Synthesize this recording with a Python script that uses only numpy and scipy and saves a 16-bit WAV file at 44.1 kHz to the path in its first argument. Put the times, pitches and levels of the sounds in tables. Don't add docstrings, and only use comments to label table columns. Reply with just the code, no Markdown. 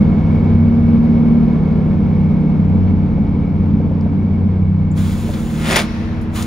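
import sys
import numpy as np
from scipy import signal
from scipy.fft import rfft, irfft, next_fast_len
from scipy.io import wavfile
from scipy.ndimage import uniform_filter1d, minimum_filter1d, map_coordinates

SR = 44100
rng = np.random.default_rng(int(sys.argv[2]) if len(sys.argv) > 2 else 0)


def pcm_store(signal):
    levels = np.round(np.clip(np.atleast_2d(signal), -1, 1) * 32767)
    wavfile.write(sys.argv[1], SR, levels.astype(np.int16).T)


N = 284886
TIME = np.arange(N) / SR
OPPOSITE = np.array([[1], [-1]])


def amp(db):
    return 10 ** (np.asarray(db) / 20)


def unit(x):
    return x / np.sqrt(np.mean(x ** 2) + 1e-20)


def along(points, hz):
    f, values = np.transpose(points)
    return np.interp(np.log(hz + 1), np.log(f + 1), values)


def over_time(points):
    return np.interp(TIME, *np.transpose(points))


def wobble(rate):
    grid = np.arange(0, N * rate / SR + 1, 1 / 10)
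    smooth = map_coordinates(rng.standard_normal(int(N * rate / SR) + 4), [grid])
    return np.interp(TIME * rate, grid, smooth)


def filtered(x, response):
    size = next_fast_len(N + SR // 8, real=True)
    return irfft(rfft(x, size) * response(np.fft.rfftfreq(size, 1 / SR)), size)[..., :N]


def coloured(x, spectrum):
    return unit(filtered(x, lambda hz: amp(along(spectrum, hz))))


def stereo_noise(likeness):
    def split(hz):
        angle = np.arccos(np.clip(along(likeness, hz), -1, 1)) / 2
        return np.array([np.cos(angle), np.sin(angle)])
    mid, side = filtered(rng.standard_normal((2, N)), split)
    return np.array([mid + side, mid - side])


def step(at_s, ease_s):
    return .5 + .5 * np.tanh((TIME - at_s) / ease_s / 2)


def heard(db, fade_db_per_s, outside_loss_db):
    return amp(db - fade_db_per_s * TIME - outside_loss_db * step(at_s=5.22, ease_s=0.14))


# sound, from t/s, to t/s, added level/dB
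LISTENER_SPOTS = [("fan", 0.49, 1.51, 8.44), ("fan", 4.52, 4.94, -10.5), ("pump", 0.47, .72, 3.5),
                  ("pump", 0.97, 2.05, -5), ("pump", 1.25, 1.75, -8.5), ("pump", 2.37, 2.57, -16),
                  ("pump", 2.63, 2.97, 4.5), ("pump", 3.1, 3.42, -4), ("pump", 4.4, 4.72, 3),
                  ("pump", 5.4, 5.97, -13.5), ("drone", 0.98, 2.8, 2.2), ("drone", 2.75, 2.95, -11.5),
                  ("drone", 4.15, 4.55, -4.5), ("drone", 4.65, 5.08, 3.7), ("drone", 5.52, 5.8, 10),
                  ("pump octave", .17, 0.38, -7.5), ("pump octave", 2.1, 3.05, 4.2),
                  ("pump octave", 4.46, 5.15, 3.2), ("pump octave", 7, 6.5, -6),
                  ("pump third", 1.7, 2.2, -9.5), ("pump third", 2.35, 4.3, 5),
                  ("pump third", 4.55, 4.7, -9), ("boom", -.2, .15, 5), ("boom", 4.6, 5.3, -3.5),
                  ("boom", 5.4, 5.85, 3), ("covers", -.2, .5, 1.8), ("covers", 2, 2.35, 1.5),
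                  ("covers", 3.25, 3.65, 3.1), ("block", 3.35, 4, 1.6), ("block", 4.6, 5.2, -3)]
def standing_wave(sound):
    spots_db = sum(db * (step(start, ease_s=.032) - step(end, ease_s=.032))
                   for name, start, end, db in LISTENER_SPOTS if name == sound)
    return amp(spots_db + 0.57 * wobble(4))


# t/s, relative level/dB, f/Hz
PANEL_KNOCKS = [(1.924, -20.5, 546), (3.180, -19.5, 535), (3.801, -20, 475), (3.910, -19, 541),
                (4.059, -20.5, 600), (5.290, -19.5, 600)]
def knocks():
    out, t = np.zeros(N + SR), np.arange(SR // 4) / SR
    attack_s, ring_s = 0.0014, 0.063
    for s, db, hz in PANEL_KNOCKS:
        ring = sum(amp(level) * np.sin(2 * np.pi * (hz * ratio * t + rng.random()))
                   for ratio, level in [(1, 0.5), (1.17, -5.5), (1.6, -9)])
        envelope = amp(db - 2.5 - 60 * t / ring_s) * (1 - np.exp(-t / attack_s))
        out[round(s * SR):][:len(t)] += envelope * ring
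    return out[:N]


# f/Hz, likeness (1 = the same)
ENGINE_LIKENESS = [(35, 0.94), (50, .8), (75, 0.27), (130, .7), (290, 0.91), (640, 0.64), (1410, 0.31),
                   (3100, 1), (7000, 0.6)]
def engine_noise(turns, share):
    cycle = rng.standard_normal(round(2 * N / turns[-1]))
    repeating = map_coordinates(cycle, [turns / 2 % 1 * len(cycle)], mode="grid-wrap")
    return np.sqrt(share) * repeating + np.sqrt(1 - share) * stereo_noise(ENGINE_LIKENESS)


# f/Hz, relative level/dB
RUMBLE_COLOUR = [(20, -34.5), (32, -27), (54, -6.5), (64, -9), (76, -4.5), (92, -0.5), (104, -8),
                 (125, -7.5), (150, -35), (250, -81.5)]
BOOM_COLOUR = [(80, -58), (120, -16), (142, -6.5), (172, -6.5), (182, -13.5), (198, -1.5), (215, -3),
               (245, -13), (262, -11), (280, -11.5), (320, -19), (400, -46.5), (700, -91)]
def exhaust(turns):
    rumble = coloured(engine_noise(turns, share=.4), RUMBLE_COLOUR)
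    rumble *= heard(db=-29, fade_db_per_s=0, outside_loss_db=3)
    boom = coloured(engine_noise(turns, share=0.45), BOOM_COLOUR)
    boom *= heard(db=-20.5, fade_db_per_s=0.47, outside_loss_db=5.5)
    return rumble + standing_wave("boom") * boom


FIRINGS_PER_TURN = 3
# f/Hz, relative level/dB
BLOCK_COLOUR = [(200, -31), (320, 0), (400, -1), (475, .5), (600, -8.5), (900, -10), (1200, -17.5),
                (1900, -25), (2700, -31), (4000, -37), (5300, -42.5), (6500, -50), (8000, -53.5),
                (15000, -72.5)]
# f/Hz, width/Hz, relative level/dB
RING_AND_WHINE = [(2233, 135, 2), (11870, 350, -31)]
def clatter(turns):
    firing = amp(.5 * np.cos(2 * np.pi * FIRINGS_PER_TURN * turns) + 0.53 * wobble(28))
    block = coloured(engine_noise(turns, share=.2) * firing, BLOCK_COLOUR)
    bass = filtered(block, lambda hz: 1 / (1 + (hz / 600) ** 2) ** 2)
    block += (standing_wave("block") - 1) * unit(bass)
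    block *= heard(db=-26.5, fade_db_per_s=1.44, outside_loss_db=-0.8)

    def ring(hz):
        return sum(amp(db) * (1j * hz * width / (note ** 2 - hz ** 2 + 1j * hz * width)) ** 2
                   for note, width, db in RING_AND_WHINE)
    strikes = engine_noise(2 * FIRINGS_PER_TURN * turns, share=0.5) * firing
    ringing = unit(filtered(strikes, ring)) * standing_wave("covers")
    return block + ringing * heard(db=-47.5, fade_db_per_s=1.26, outside_loss_db=4)


def tone(turns, per_turn, flutter_db, spread_rad):
    phase = 2 * np.pi * ((per_turn * turns + rng.random()) % 1)
    drift = spread_rad * wobble(0.75) * OPPOSITE
    return unit(amp(flutter_db * wobble(12)) * np.sin(phase + drift))


# waves per turn, relative level/dB
FIRING_TONES = [(3, -32.5), (3.5, -41), (4.5, -40.5), (5, -33.5), (6, -29.5), (9, -35.5), (15, -38),
                (16, -34.5)]
BELT_TONES = [(13.1, -37.5), (13.75, -35), (15.17, -31), (15.7, -37.5), (18.8, -34), (27, -47.5),
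              (28.9, -44)]
# t/s, added level/dB
THROB_SWELL = [(0, 5.5), (1, 4), (2, 3), (2.75, -1), (3.2, 4), (4.2, -2), (4.9, -0.5), (5.8, 0),
               (6.46, -1.5)]
# name, level/dB, fade/(dB per s), loss outside the door/dB
STRONG_HUMS = [("drone", -18, 1.15, 8), ("drone octave", -38, .7, -9), ("pump", -19, 0, 6.5),
               ("pump octave", -20.5, 0.3, 14), ("pump third", -33, 0.34, 12), ("fan", -20, 0.98, -0.4)]
def hums(turns):
    throb = sum(amp(db) * tone(turns, per_turn, flutter_db=0.7, spread_rad=.07)
                for per_turn, db in FIRING_TONES)
    throb *= amp(over_time(THROB_SWELL))
    belt = sum(amp(db) * tone(turns, per_turn, flutter_db=3.5, spread_rad=.2)
               for per_turn, db in BELT_TONES)
    belt *= heard(db=2.5, fade_db_per_s=1.1, outside_loss_db=7)
    drone, pump, fan = 12, 7.225, 17.375
    per_turn = {"drone": drone, "drone octave": 2 * drone, "fan": fan,
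                "pump": pump, "pump octave": 2 * pump, "pump third": 3 * pump}
    strong = 0
    for name, db, fade, loss in STRONG_HUMS:
        gain = heard(db, fade, loss) * standing_wave(name)
        strong += gain * tone(turns, per_turn[name], flutter_db=0.73, spread_rad=0.1)
    return throb + strong + belt


# t/s, level/dB, f/Hz, time to fade 60 dB/s, purity of the note (Q)
VALVE_AND_GRIT = [(4.011, -42, 4400, 0.006, 1.2), (4.913, -45, 7250, 0.07, 8), (5.339, -35, 3600, 0.038, 1),
                  (5.759, -14, 4010, .03, 1), (5.764, -5.5, 9500, .0045, 1), (5.767, -12, 6030, 0.011, 1),
                  (5.800, -17.5, 3430, .008, 1), (6.213, -50.5, 9950, 0.14, 1.1),
                  (6.425, -26, 6930, 0.042, 1)]
def ticks():
    out, t = np.zeros((2, N + SR)), np.arange(SR // 4) / SR
    for s, db, hz, ring_s, purity in VALVE_AND_GRIT:
        b, a = signal.iirpeak(hz, purity, SR)
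        ring = lambda x: signal.lfilter(b, a, signal.lfilter(b, a, x))
        noise = rng.standard_normal(len(t)) + 0.45 * rng.standard_normal((2, len(t)))
        crack = amp(db - 60 * t / ring_s) * noise
        out[:, round(s * SR):][:, :len(t)] += ring(crack) / ring(noise).std()
    return out[:, :N]


# f/Hz, time to fade 60 dB/s
RING_TIMES = [(200, 9), (2000, 3), (5000, 1.5), (8000, 1.7), (15000, 1.8)]
# f/Hz, relative level/dB
ECHO_COLOUR = [(200, -9), (1000, -1), (3000, -1), (5500, 2.5), (8000, -11.5), (15000, -9)]
def trailer_echo(x):
    noise = rng.standard_normal((2, SR)) + rng.standard_normal(SR)
    hz, t, bands = signal.stft(noise, SR, nperseg=256)
    fade = amp(along(ECHO_COLOUR, hz)[:, None] - 60 * t / along(RING_TIMES, hz)[:, None])
    _, tail = signal.istft(bands * fade, SR, nperseg=256)
    return signal.fftconvolve(x, tail / np.linalg.norm(tail[0]), axes=1)[:, :N]


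def walls(x, longest_s, strength, count):
    delays = rng.uniform(longest_s / 10, longest_s, count)
    ripple = lambda hz: 1 + strength * sum(np.exp(-2j * np.pi * hz * delay) for delay in delays)
    return filtered(x, ripple) / np.sqrt(1 + count * strength ** 2)


# fully open t/s, closing t/s, hiss level/dB, sag/(dB per s), roar above hiss/dB
AIR_BLASTS = [(4.976, 5.802, -38, 7.7, -2.8), (6.359, 6.426, -29.5, 54.5, -3.5)]
# t/s, added level/dB
JET_SPITS = [(5.337, 9.5), (5.759, 8.5)]
def jet_gains():
    open_db_per_s, close_db_per_s, spit_s = 748, 224.5, 0.039
    hiss = roar = 0
    for opened, closing, db, sag, roar_db in AIR_BLASTS:
        opening_db = open_db_per_s * np.maximum(opened - TIME, 0)
        sag_db = sag * np.maximum(TIME - opened, 0)
        closing_db = close_db_per_s * np.maximum(TIME - closing, 0)
        flow = amp(db - opening_db - sag_db - closing_db)
        hiss += flow
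        roar += amp(roar_db) * flow
    arrives_s, leaves_s, sweep_db, sweep_db_per_s = 5.716, 5.795, 28.5, 158
    off_corner_s = np.abs(TIME - np.clip(TIME, arrives_s, leaves_s))
    sweep = np.hypot(1, amp(sweep_db - sweep_db_per_s * off_corner_s))
    spits = amp(sum(db * (TIME > s) * np.exp(-np.abs(TIME - s) / spit_s) for s, db in JET_SPITS))
    return hiss * sweep ** 0.29, roar * sweep * spits


def peaks(rows):
    return lambda hz: amp(sum(db * np.exp(-((hz - centre) / width) ** 2) for centre, width, db in rows))


# f/Hz, likeness (1 = the same)
AIR_LIKENESS = [(300, 1), (1300, 0.53), (2500, 1), (4500, 0.85), (7000, .7), (8500, 0.99), (12000, 0.69),
                (15000, 0.69)]
# f/Hz, relative level/dB
HISS_COLOUR = [(300, -35), (1000, 10.5), (2200, -1), (3500, 0), (5500, -4), (7000, -1), (8300, -1.5),
               (10000, -3), (12000, -9), (14500, -5), (15700, -4.5)]
ROAR_COLOUR = [(120, -31.5), (350, 3), (480, 4), (640, 5.5), (900, 1.5), (1500, 1.5), (2150, 0),
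               (2700, -2.5), (3500, -5), (5000, -9.5), (7500, -13), (10200, -13), (12000, -24),
               (15500, -23)]
# f/Hz, width/Hz, added level/dB
HISS_PEAKS = [(3370, 99, 4.5), (3740, 50, 3), (4030, 70, 3.5), (6860, 120, 5.5), (9500, 250, 2)]
BURST_PEAKS = [(351, 20, 7.5), (725, 49, -0.5), (2100, 380, 3.5), (2300, 48, -2), (2900, 25, 1),
               (2980, 53, 3.5), (3370, 280, 4), (3630, 120, 4), (3780, 63, -4.5), (4900, 120, 3),
               (6850, 160, 1.5), (9970, 150, 2)]
def air_jet():
    hiss_gain, roar_gain = jet_gains()
    hiss = hiss_gain * amp(.7 * wobble(40)) * coloured(stereo_noise(AIR_LIKENESS), HISS_COLOUR)
    roar = roar_gain * amp(1.9 * wobble(420)) * coloured(stereo_noise(AIR_LIKENESS), ROAR_COLOUR)
    near = filtered(hiss, peaks(HISS_PEAKS)) + filtered(roar, peaks(BURST_PEAKS))
    return walls(near, longest_s=.016, strength=0.12, count=8) + amp(-17) * trailer_echo(hiss + roar)


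# t/s, speed/(turns per minute)
ENGINE_SPEED = [(0.0, 790.7), (0.4, 795.6), (0.8, 799), (1.2, 798.7), (1.6, 795.4), (2.0, 786.8),
                (2.4, 785.5), (2.8, 776.6), (3.2, 770.7), (3.6, 763.6), (4.0, 766.2), (4.4, 775.8),
                (4.8, 786.2), (5.2, 784), (5.6, 792.6), (6.0, 797.1), (6.46, 797.2)]
# f/Hz, level/dB
LEFT_LEAN = [(100, 0.5), (380, -1.1), (700, -1.5), (1290, -1.5), (2380, 2), (4400, 2.5), (8120, -0.3),
             (15000, -0.5)]
def scene():
    turns = np.cumsum(over_time(ENGINE_SPEED)) / SR / 60
    truck = hums(turns) + exhaust(turns) + clatter(turns) + knocks()
    mix = truck + air_jet() + ticks()
    return filtered(mix, lambda hz: amp(along(LEFT_LEAN, hz) * OPPOSITE / 2))


def limiter(x, ceiling, hold_s):
    needed = np.minimum(1, ceiling / (np.abs(x).max(axis=0) + 1e-9))
    ahead, span = SR // 500, int(hold_s * SR) | 1
    early = minimum_filter1d(needed, 2 * ahead + 1)
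    held = minimum_filter1d(early, span, origin=span // 2)
    gain = np.minimum(held, uniform_filter1d(held, span, origin=span // 2))
    return x * uniform_filter1d(gain, ahead)


# f/Hz, phase/radians
LEFT_LEAD = [(200, 0.3152), (500, -0.25), (1000, 0.74), (1900, -1.35), (2900, 1.04), (5000, 0.54),
             (6600, 0.5), (8000, -2), (8520, -3.5), (9700, -6), (10300, -5.5), (11700, -10.5), (12350, -10),
             (13700, -15), (14400, -13.5), (15700, -13)]
def record(dry):
    fade_in = np.minimum(1, np.arange(N) / 300)
    shifted = filtered(dry * fade_in, lambda hz: np.exp(.5j * along(LEFT_LEAD, hz) * OPPOSITE))
    return filtered(limiter(shifted, ceiling=0.98, hold_s=0.12), lambda hz: hz < 15750)


dry = scene()
out = record(dry)
pcm_store(out)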